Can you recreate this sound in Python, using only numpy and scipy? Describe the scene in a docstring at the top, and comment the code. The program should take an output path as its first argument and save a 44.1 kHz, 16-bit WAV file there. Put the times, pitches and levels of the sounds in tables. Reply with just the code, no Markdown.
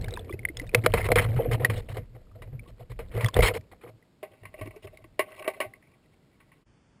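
"""Air bubbles pop out of the gaps of a sealed camera housing on a pole, pushed under a river from a boat
and down into the mud: damped sines with noise ticks. The pole knocks and scrapes on the boat's side
(noise through housing resonances) and hums (an unsteady low sine); water surges round it (shaped noise).
The recorder adds hiss and holds each sample, which mirrors the sound into the treble; near the end
the level dips briefly and only a duller hiss returns."""
import sys
import numpy as np
from scipy import signal
from scipy.fft import rfft, irfft, next_fast_len
from scipy.io import wavfile
from scipy.ndimage import uniform_filter1d, map_coordinates

SR = 44100
rng = np.random.default_rng(int(sys.argv[2]) if len(sys.argv) > 2 else 0)


def int16_out(signal):
    """Quantize to a 16-bit WAV file."""
    q = np.round(np.clip(np.atleast_2d(signal).T, -1, 1) * 32767)
    wavfile.write(sys.argv[1], SR, q.astype(np.int16))


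N = 308700
T = np.arange(N) / SR
MUD_S = 4.15  # the housing touches the bed

# shell modes, free in the water and pressed into the mud: pitch_hz, width_hz, relative level_db
SHELL_FREE = [(945, 290, 1), (1280, 580, 0.46), (2040, 350, 7.1), (2445, 540, 1.9)]
SHELL_MUD = [(1107, 64, 0.5), (1525, 27, -7), (1950, 140, -1), (2074, 39, 2), (2217, 100, -0.5),
             (2773, 200, -5), (888, 26, -9.5)]
# jolts that bend the pole: start_s, hold_s, level_db, pitch_hz
JOLTS = [(0.0, 0.091, -34, 93.5), (0.154, .14, -44, 89.6), (.335, .02, -35.5, 88.6), (0.394, .07, -42, 117),
         (0.563, .12, -46, 114.7), (0.756, 0.052, -27, 114.2), (0.846, .06, -29, 106),
         (0.941, .04, -27.5, 94.9), (1.007, .06, -32, 96.6), (1.109, .05, -26, 107),
         (1.17, 0.036, -17.5, 101.8), (1.248, .02, -26.5, 110.6), (1.287, .02, -21, 112.5),
         (1.339, .04, -26, 116.9), (1.489, 0.064, -26, 115.4), (1.58, .07, -27.5, 121),
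         (1.694, 0.088, -25.5, 114.4), (1.901, .03, -32, 107), (1.973, 0.028, -28.5, 115.2),
         (2.106, .07, -46, 129), (2.325, .05, -48.5, 99.7), (2.418, 0.012, -40.5, 120.4),
         (2.474, .015, -39, 109.8), (2.531, 0.021, -35, 136.9), (2.578, 0.041, -46.5, 118.9),
         (2.692, 0.044, -52.5, 110.5), (2.805, 0.019, -42, 110), (2.903, .03, -40.5, 110.8),
         (2.986, 0.065, -49.5, 121.9), (3.147, 0.065, -30, 115), (3.238, 0.017, -20.5, 111.4),
         (3.369, 0.025, -15.5, 97.6), (3.43, .01, -24, 108.8), (3.475, 0.061, -37, 99.9),
         (3.576, .03, -39, 90.6), (3.719, 0.021, -52, 107.1), (3.851, .1, -51.5, 117.2),
         (4.31, 0.034, -62, 95), (4.427, 0.049, -49, 103.4), (4.62, 0.012, -37.5, 101),
         (4.66, 0.033, -47, 105.2), (4.847, 0.052, -50, 105), (4.999, 0.15, -62, 107.9),
         (5.189, 0.018, -56, 103.1), (5.394, 0.0083, -62, 105), (5.667, 0.031, -54, 112)]


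def bubbles():
    """Each bubble rings at its own pitch, unsteady as its shape settles; its pinch-off tick taps the shell."""
    # bubbles: time_s (sounding 0.8 ms sooner), nominal peak_db, starting pitch_hz, t60_s, pinch-off tick_db
    bubble_table = [(.013, -40.5, 4040, 0.0096, -37), (.0233, -35, 4270, 0.0052, -47),
                    (.0441, -31, 2190, 0.012, -35.5), (0.045, -31.5, 3700, 0.0062, -54),
                    (0.062, -47, 2950, 0.012, -53), (0.0831, -22, 1610, 0.0053, -46),
                    (.0855, -36.5, 770, 0.023, -35), (.1084, -39.5, 3760, 0.013, -40),
                    (.1391, -26, 3870, 0.0095, -33.5), (0.157, -44, 3580, .018, -54),
                    (.1643, -37.5, 2510, 0.018, -61), (.173, -26.5, 1630, 0.01, -54),
                    (.174, -29.5, 1016, 0.021, -39.5), (.194, -34, 3450, 0.0097, -42),
                    (0.247, -41, 2170, 0.0049, -49), (0.295, -38, 1130, 0.028, -59),
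                    (0.295, -43, 2310, 0.03, -58), (0.305, -30.5, 335, 0.047, -63),
                    (.311, -51, 3400, 0.036, -64), (.3262, -36.5, 2005, 0.033, -48),
                    (0.3363, -48.5, 2530, .041, -47), (0.341, -24.5, 360, 0.024, -46),
                    (.3924, -33.5, 2166, 0.016, -46), (.4325, -43, 2070, 0.015, -67),
                    (.4523, -7, 2060, 0.0079, -55), (0.4874, -30, 2060, 0.031, -49),
                    (0.498, -33.5, 314, 0.045, -62), (0.5714, -28, 5170, 0.0098, -33.5),
                    (0.5707, -22, 3390, .006, -38), (0.57, -35, 2064, .009, -48),
                    (0.592, -38, 3900, 0.0054, -41), (0.598, -28, 1990, 0.024, -34),
                    (0.614, -37.5, 302, 0.086, -49), (.618, -40, 5000, 0.0034, -42),
                    (.668, -37, 1866, 0.0064, -46), (0.674, -50, 3640, 0.024, -51),
                    (0.6933, -36, 2420, 0.016, -44), (.739, -16.5, 420, 0.016, -48),
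                    (0.7489, -9, 2553, 0.014, -10.5), (1.6481, -9.5, 1879, 0.023, -16.5),
                    (2.2699, -55.5, 1251, .013, -70.5), (2.3144, -56.5, 1202, .029, -67),
                    (2.355, -52.5, 627, 0.11, -65), (2.5945, -38.5, 2280, 0.019, -57),
                    (2.661, -59, 1091, 0.1, -62), (3.2461, -10, 1981, 0.0072, -22.5),
                    (3.2612, -28, 3353, 0.026, -27), (3.262, -16.5, 1125, 0.0064, -39),
                    (3.2856, -32, 1060, 0.037, -24.5), (3.2868, -27, 4860, 0.0044, -36),
                    (3.343, -23.5, 3500, 0.012, -30), (3.407, -20.5, 2107, 0.025, -25),
                    (3.483, -17, 1840, 0.013, -25), (3.6111, -48, 2260, 0.0068, -49.5),
                    (4.026, -54.5, 1969, .019, -69), (4.61, -36.5, 304.5, 0.044, -59),
                    (4.657, -37, 294, .04, -51), (4.675, -32, 342, 0.032, -53),
                    (4.763, -41.5, 400, 0.071, -50), (4.845, -41.5, 396.3, .083, -60),
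                    (4.9736, -38.5, 2167, 0.012, -44.5), (5.045, -47.5, 328, 0.056, -62.5),
                    (5.7375, -37, 2076, 0.016, -53.5), (5.828, -46.5, 1968, 0.011, -70.5),
                    (5.873, -56, 2260, 0.017, -66.5)]
    rings, ticks = np.zeros(N + SR), np.zeros(N + SR)
    t = np.arange(SR // 8) / SR
    for time_s, peak_db, pitch_hz, t60_s, tick_db in bubble_table:
        noise = rng.standard_normal((2, len(t)))
        rising = 2 * np.pi * pitch_hz * t * (1 + 1.1 * t)
        phase = rising + 0.035 * np.cumsum(noise[0])
        swell = (1 - np.exp(-t / (0.00074 + 0.47 / pitch_hz))) ** 2  # big bubbles start more softly
        fade = amp(-60 * t / t60_s) + amp(-20 - 60 * t / 0.019)  # with a weak after-ring
        start = round((time_s - .0008) * SR)
        rings[start:][:len(t)] += amp(peak_db + 7.5) * fade * swell * np.sin(phase)
        ticks[start:][:len(t)] += amp(tick_db - 60 * t / 0.016) * noise[1]
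    rings, ticks = rings[:N], ticks[:N]
    return rings + ticks + 0.35 * housing(ticks, SHELL_FREE, SHELL_MUD)


def knocks():
    """A blow of a few milliseconds, then a rattle; the hollow takes the blow as one clean push."""
    # knocks on the boat's side: start_s, nominal peak_db, hollow_db, rattle t60_s
    knock_table = [(0.746, -3.5, -13, 0.026), (.861, -2.5, -12.5, 0.025), (.937, -9, -12, 0.056),
                   (1.087, -19.5, -22, 0.014), (1.117, -8, -12, 0.036), (1.157, -7.5, -17, 0.06),
                   (1.65, -18, -27, 0.056), (1.698, -20.5, -26.5, 0.1), (1.968, -29.5, -29.5, 0.099),
                   (2.42, -35, -40.5, .094), (2.474, -54.5, -50, .088), (2.529, -54.5, -51, 0.11),
                   (2.655, -57, -63, .05), (2.916, -37.5, -63, 0.062), (2.99, -30.5, -30.5, 0.12),
                   (3.174, -30.5, -28.5, 0.067), (3.207, -23, -32, 0.18), (3.365, -16, -16, 0.075),
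                   (3.389, -17.5, -12, 0.056), (3.432, -16.5, -21.5, 0.18), (3.484, -13, -22.5, 0.07),
                   (3.55, -26.5, -38, 0.057), (4.228, -28.5, -32.5, .11), (4.433, -42, -47, 0.066),
                   (4.453, -33, -52, 0.1), (4.54, -37, -43, 0.067), (4.588, -41, -42, .086),
                   (4.611, -30.5, -39, 0.14), (4.66, -33.5, -46, 0.027), (4.672, -32.5, -42.5, 0.022),
                   (4.707, -40, -50, 0.065), (4.761, -44.5, -62, .07), (4.842, -43, -52, 0.068),
                   (4.871, -33.5, -44.5, 0.056), (5.041, -39, -52.5, 0.04), (5.192, -10, -20, 0.094),
                   (5.317, -35, -66, 0.047), (5.423, -28, -46, .03), (5.444, -30, -59, 0.028),
                   (5.476, -14.5, -19.5, 0.086), (5.535, -33.5, -51, 0.091), (5.602, -14, -23.5, 0.12),
                   (6.402, -45, -75.5, 0.12), (6.517, -46, -68.5, 0.13)]
    rattle_db, rattle_attack_s = -3, .0015
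    shell_offset_db = -8.5  # against the peak
    upper_free_db, upper_mud_db = -18, -23.5  # small panels against the peak; the mud damps them
    force = np.zeros((3, N + SR))
    t = np.arange(SR // 4) / SR
    for start_s, peak_db, hollow_db, t60_s in knock_table:
        upper_db = upper_free_db if start_s < MUD_S else upper_mud_db
        blow = amp(-60 * t / 0.011) * (1 - np.exp(-t / 0.00045))
        rattle = amp(rattle_db - 60 * t / t60_s) * (1 - np.exp(-t / rattle_attack_s))
        contact = (blow * [[0], [1.5], [1.5]] + rattle) * rng.standard_normal((3, len(t)))
        contact[0, 44] += 12  # the push on the hollow, 1 ms in
        levels = amp([[hollow_db], [peak_db + shell_offset_db], [peak_db + upper_db]])
        force[:, round(start_s * SR):][:, :len(t)] += levels * contact
    return body(*force[:, :N])


def scrapes():
    """The pole drags in short strokes that start and stop within milliseconds and shake bubbles loose."""
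    # strokes: start_s, length_s, shell_db, hollow_db, upper_db (small panels)
    stroke_table = [(0.763, 0.027, -45.5, -37, -57.5), (0.835, 0.017, -36.5, -31, -47),
                    (0.955, .055, -36.5, -36.5, -46), (1.043, .024, -34, -33.5, -44),
                    (1.1, 0.01, -54.5, -22.5, -59.5), (1.164, .038, -27, -26.5, -37.5),
                    (1.208, .04, -36.5, -37, -45), (1.252, .012, -49, -36, -58.5),
                    (1.283, .025, -51, -42, -55.5), (1.359, 0.024, -42.5, -44, -52),
                    (1.384, 0.029, -51, -28, -71.5), (1.448, 0.02165, -52, -32, -65),
                    (1.511, 0.042, -37, -30, -41), (1.595, 0.065, -52, -36, -60.5),
                    (1.731, 0.074, -53, -44.5, -52.5), (1.885, 0.042, -52.5, -44, -54.5),
                    (1.939, .047, -54, -42.5, -58.5), (2.144, 0.023, -65.5, -54.5, -73.5),
                    (2.348, 0.014, -67, -51.5, -69.5), (2.673, 0.0314, -66, -54.5, -67),
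                    (2.793, .04, -64.5, -54, -68.5), (2.895, 0.025, -58.5, -49.5, -60),
                    (3.112, 0.037, -55.5, -49, -62), (3.147, .13, -45.5, -39.5, -58.5),
                    (3.334, 0.037, -45, -41.5, -59), (3.419, 0.062, -27, -31.5, -31),
                    (3.496, .022, -52, -37, -69.5), (3.536, 0.04, -42, -34, -45.5),
                    (3.713, 0.022, -59, -55, -64.5), (3.741, 0.022, -67, -64, -80),
                    (3.809, 0.0311, -61.5, -66.5, -69), (3.833, 0.066, -61, -48, -68),
                    (4.82, 0.036, -62, -54.5, -61.5), (5.306, 0.042, -60, -58, -82),
                    (5.439, 0.035, -47, -41.5, -76)]
    attack_s, release_s = .004, .006
    push = np.zeros((3, N))
    for start_s, length_s, shell_db, hollow_db, upper_db in stroke_table:
        rise = (T - start_s) / attack_s
        fall = (start_s + length_s - T) / release_s + 1
        stroke = np.clip(np.minimum(rise, fall), 0, 1)
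        push += amp([[hollow_db], [shell_db], [upper_db]]) * stroke
    hollow, shell, upper = push
    slips = wobble(90)
    drag = body(hollow * grit(slips, clump_db=3.0, grain_db=1.5),
                shell * grit(slips, clump_db=2, grain_db=2.5),
                upper * grit(slips, clump_db=2.5, grain_db=-1.5))
    small_bubbles = .27 * ringing(shell * froth(400, 800, 4000, cycles=3.2), SHELL_FREE)
    large_bubbles = 0.54 * hollow * (T < MUD_S) * froth(140, 300, 1300, cycles=20)
    return drag + small_bubbles + large_bubbles


def hum():
    """The pole swings at a pitch set by its grip at each jolt; its other bending modes blur round it."""
    # bending modes of the pole: pitch_hz, width_hz, relative level_db
    pole_modes = [(121.4, 29, 3), (88, 24, -2), (134, 3.8, -13), (224, 37, -19)]
    start_s, hold_s, _, pitch_hz = np.transpose(JOLTS)
    gliding_hz = np.interp(T, start_s + hold_s / 2, pitch_hz)
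    unsteady_hz = gliding_hz * (1 + .04 * wobble(20))
    swing = np.sqrt(2) * amp(2.5 * wobble(25)) * np.sin(2 * np.pi * np.cumsum(unsteady_hz) / SR)
    blur = unit(ringing(rng.standard_normal(N), pole_modes))
    return jolting() * (.85 * swing + 0.5 * blur)


def jolting():
    """Strength of the pole's swing: each jolt rises fast, holds and dies away."""
    rise_db_per_s, fall_db_per_s = 1500, 520
    power = np.zeros(N)
    for start_s, hold_s, level_db, _ in JOLTS:
        rise_db = rise_db_per_s * np.maximum(start_s - T, 0)
        fall_db = fall_db_per_s * np.maximum(T - start_s - hold_s, 0)
        power += amp(level_db - rise_db - fall_db) ** 2
    return np.sqrt(power)


def handling():
    """Water surges past, keeps the housing faintly shaking, gurgles and carries froth."""
    # water round the pole: time_s and nominal surge_db, rub_db (housing), rustle_db (shell)
    handling_table = [(0.0, -30, -46, -54.5), (0.07, -38, -45.5, -54.5), (0.4, -51.5, -48, -63),
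                      (0.68, -44.5, -52, -61.5), (0.85, -41, -41.5, -51.5), (1.0, -37.5, -43, -44),
                      (1.19, -29, -39, -44), (1.3, -39, -44, -53.5), (1.47, -35, -35, -48),
                      (1.7, -63, -41, -47.5), (1.78, -39, -47, -56.5), (2.0, -48.5, -61.5, -66.5),
                      (2.27, -54.5, -67, -79.5), (2.6, -48, -59.5, -70), (2.9, -52, -68, -75.5),
                      (3.1, -42.5, -54.5, -59), (3.3, -65, -52, -52.5), (3.41, -21.5, -35, -47),
                      (3.52, -53.5, -59.5, -56.5), (3.7, -65, -65, -80), (4.2, -81, -75.5, -88.5),
                      (4.28, -79, -54.5, -66.5), (4.42, -73.5, -57.5, -61), (4.63, -54, -48.5, -58),
                      (4.95, -62.5, -61, -67), (5.16, -71.5, -70, -76), (5.25, -73, -44.5, -55),
                      (5.42, -71, -45.5, -48), (5.62, -74.5, -44, -56.5), (5.82, -79, -60, -63.5),
                      (6.05, -74, -68, -73.5), (7.0, -68, -74.5, -70.5)]
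    # colour of the surge: frequency_hz, relative level_db per Hz
    surge_colour = [(12, -25), (25, -8), (44, -3.5), (70, -9.5), (200, -23.5), (400, -42), (800, -120)]
    # colour of water gurgling in the housing's gaps: frequency_hz, relative level_db per Hz
    gurgle_colour = [(120, -30), (200, -5.5), (350, 1.5), (650, -3.5), (780, -25.5), (1200, -60)]
    slosh_db, slosh_per_s = 2, 9  # the surge comes in uneven sloshes
    jolt_surge_db = -18  # water thrown past the housing by a jolt
    surge_db, rub_db, rustle_db = curves(handling_table)

    slips = wobble(30)
    rub = amp(rub_db - 4.5) * grit(slips, clump_db=6, grain_db=1.5)
    rustle = amp(rustle_db - 4) * grit(slips, clump_db=4.5, grain_db=4.0)
    shaking = body(rub, rustle, amp(-10) * rustle)

    fine_froth = amp(rustle_db - 9.5) * froth(140, 1600, 4500, cycles=14)
    coarse_froth = amp(rub_db - 10) * froth(90, 180, 850, cycles=14)
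    gurgle = amp(rub_db - 7.5 + 2.5 * wobble(40)) * coloured(gurgle_colour)
    fizz = (fine_froth + coarse_froth + gurgle) * (T < MUD_S)  # none inside the mud

    surge = amp(surge_db + slosh_db * wobble(slosh_per_s)) + amp(jolt_surge_db) * jolting()
    return surge * coloured(surge_colour) + shaking + fizz


def froth(rate, low_hz, high_hz, cycles):
    """A swarm of small bubbles of rms 1, rate a second: damped sines of random pitch and size."""
    when, pitch, size = rng.random((int(rate * N / SR), 3)).T
    hz = low_hz * (high_hz / low_hz) ** pitch[:, None]
    t = np.arange(900) / SR
    fade = amp(-4 * np.log(size[:, None] + 0.0045) - 60 * t * hz / cycles)
    rings = fade * (1 - np.exp(-t * hz)) * np.sin(2 * np.pi * hz * t * (1 + 3 * t))
    where = (when[:, None] * N).astype(int) + np.arange(len(t))
    return unit(np.bincount(where.ravel(), rings.ravel(), N + len(t))[:N])


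def grit(slips, clump_db, grain_db):
    """A rough force of rms 1: noise in clumps and short grains, its colour changing in patches."""
    z = signal.stft(rng.standard_normal(N), nperseg=256)[2]
    patches = uniform_filter1d(rng.standard_normal(z.shape), size=3, axis=0)  # across frequency
    patches = uniform_filter1d(patches, size=6, axis=1)  # across time
    noise = signal.istft(z * amp(3.5 * unit(patches)), nperseg=256)[1][:N]
    return unit(amp(clump_db * slips + grain_db * wobble(400)) * noise)


def body(hollow, shell, upper):
    """Three forces ring the hollow, the shell and its small panels."""
    # hollow modes, free in the water and pressed into the mud: pitch_hz, width_hz, relative level_db
    hollow_free = [(485, 49, 3), (629, 22, -2.5), (353, 170, -13.5), (712, 80, -7), (212, 64, -14.5)]
    hollow_mud = [(624, 33, 4), (381, 51, -5.5), (784, 11, -4), (237, 77, -24)]
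    # small panels, the same throughout: pitch_hz, width_hz, relative level_db
    upper_modes = [(3020, 460, 1), (3920, 200, -2.5), (4185, 170, -2), (5210, 590, -4.5), (5526, 510, -6.5)]
    low = housing(hollow, hollow_free, hollow_mud)
    middle = housing(shell, SHELL_FREE, SHELL_MUD)
    return low + middle + ringing(upper, upper_modes)


def housing(force, free, mud):
    """The modes shift once the mud grips the housing."""
    return ringing(force * (T < MUD_S), free) + ringing(force * (T >= MUD_S), mud)


def ringing(force, modes):
    """A force through resonances that fall off steeply above the last; white noise keeps its rms."""
    edge_hz = 0.92 * max(modes)[0]

    def response(f):
        """Modes of alternating sign, then a second-order low-pass."""
        peaks = 0
        for k, (pitch_hz, width_hz, level_db) in enumerate(sorted(modes)):
            damping = 1j * f * width_hz
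            peaks = peaks + (-1) ** k * amp(level_db) * damping / (pitch_hz ** 2 - f * f + damping)
        return peaks / (1 - (f / edge_hz) ** 2 + 1.4j * f / edge_hz)

    gain = np.sqrt(np.mean(np.abs(response(np.linspace(0, SR / 2, num=4096))) ** 2))
    return filtered(force, response) / gain


def coloured(points):
    """Noise of rms 1 with a (frequency_hz, level_db) spectrum."""
    f, db = np.transpose(points)
    response = lambda hz: amp(np.interp(np.log(hz + 1), np.log(f), db))
    return unit(filtered(rng.standard_normal(N), response))


def filtered(x, response):
    """x times a complex response of frequency."""
    m = next_fast_len(N + SR // 2)
    return irfft(rfft(x, m) * response(np.fft.rfftfreq(m, 1 / SR)), m)[..., :N]


def wobble(rate):
    """A smooth random curve, rate knots a second."""
    return map_coordinates(rng.standard_normal(int(N * rate / SR) + 4), [T * rate])


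def curves(rows):
    """One value per sample for each column after the time."""
    s, *columns = np.transpose(rows)
    return [np.interp(T, s, column) for column in columns]


def amp(db):
    """dB to gain."""
    return 10 ** (np.asarray(db) / 20)


def unit(x):
    """Scaled to rms 1."""
    return x / np.sqrt(np.mean(x ** 2) + 1e-20)


def scene():
    """One microphone inside the housing feeds both channels."""
    return np.tile(bubbles() + knocks() + scrapes() + hum() + handling(), (2, 1))


def record(dry):
    """Noise of the electronics, soft overload, low-pass, samples held at a low rate, dip, band limit."""
    # colour of the recorder's noise: frequency_hz, relative level_db per Hz
    hiss_colour = [(24, -47), (40, -14.5), (118, -2), (264, -6.5), (448, -12), (637, -17), (1190, -22.5),
                   (2240, -27), (4500, -28.5), (6500, -36)]
    # colour of the duller hiss left at the end: frequency_hz, relative level_db per Hz
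    late_hiss_colour = [(24, -33.5), (40, -2), (104, -2), (221, -6), (653, -19), (1460, -23), (3500, -29.5),
                        (4000, -44.5), (4500, -31), (9900, -40.5), (10300, -73)]
    # brief dip, after whose middle only the duller hiss is left: middle_s, width_s, level_db
    dip = (6.648, .014, -20)
    hiss_db, late_hiss_db = -63.5, -62  # before the filters that follow each
    hold_hz, top_hz = 12000, 16500

    noisy = dry + amp(hiss_db) * coloured(hiss_colour)
    squeezed = noisy / (1 + np.abs(noisy / .6) ** 4) ** .25  # the input stage rounds off the loudest blows
    kept = filtered(squeezed, lambda hz: 1 / (1 + (hz / 5850) ** 40))
    mirrored = kept * (1 + 2 * np.cos(2 * np.pi * hold_hz * T))  # sampling copies the band round its rate
    # the hold droops to a null at the sample rate
    held = filtered(mirrored, lambda hz: np.sinc(hz / hold_hz) / (1 + (hz / 15500) ** 30))

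    middle_s, width_s, dip_db = dip
    heard = np.where(T < middle_s, held, amp(late_hiss_db) * coloured(late_hiss_colour))
    # the channels differ slightly, most in the bass
    apart = amp(-19) * filtered(np.roll(heard[0], 300), lambda hz: .05 + 1 / (1 + (hz / 50) ** 1.5))
    dipping = amp(dip_db * np.exp(-((T - middle_s) / width_s) ** 2))
    both = (heard + [apart, -apart]) * dipping
    return filtered(both, lambda hz: hz < top_hz)


dry = scene()
out = record(dry)
int16_out(out)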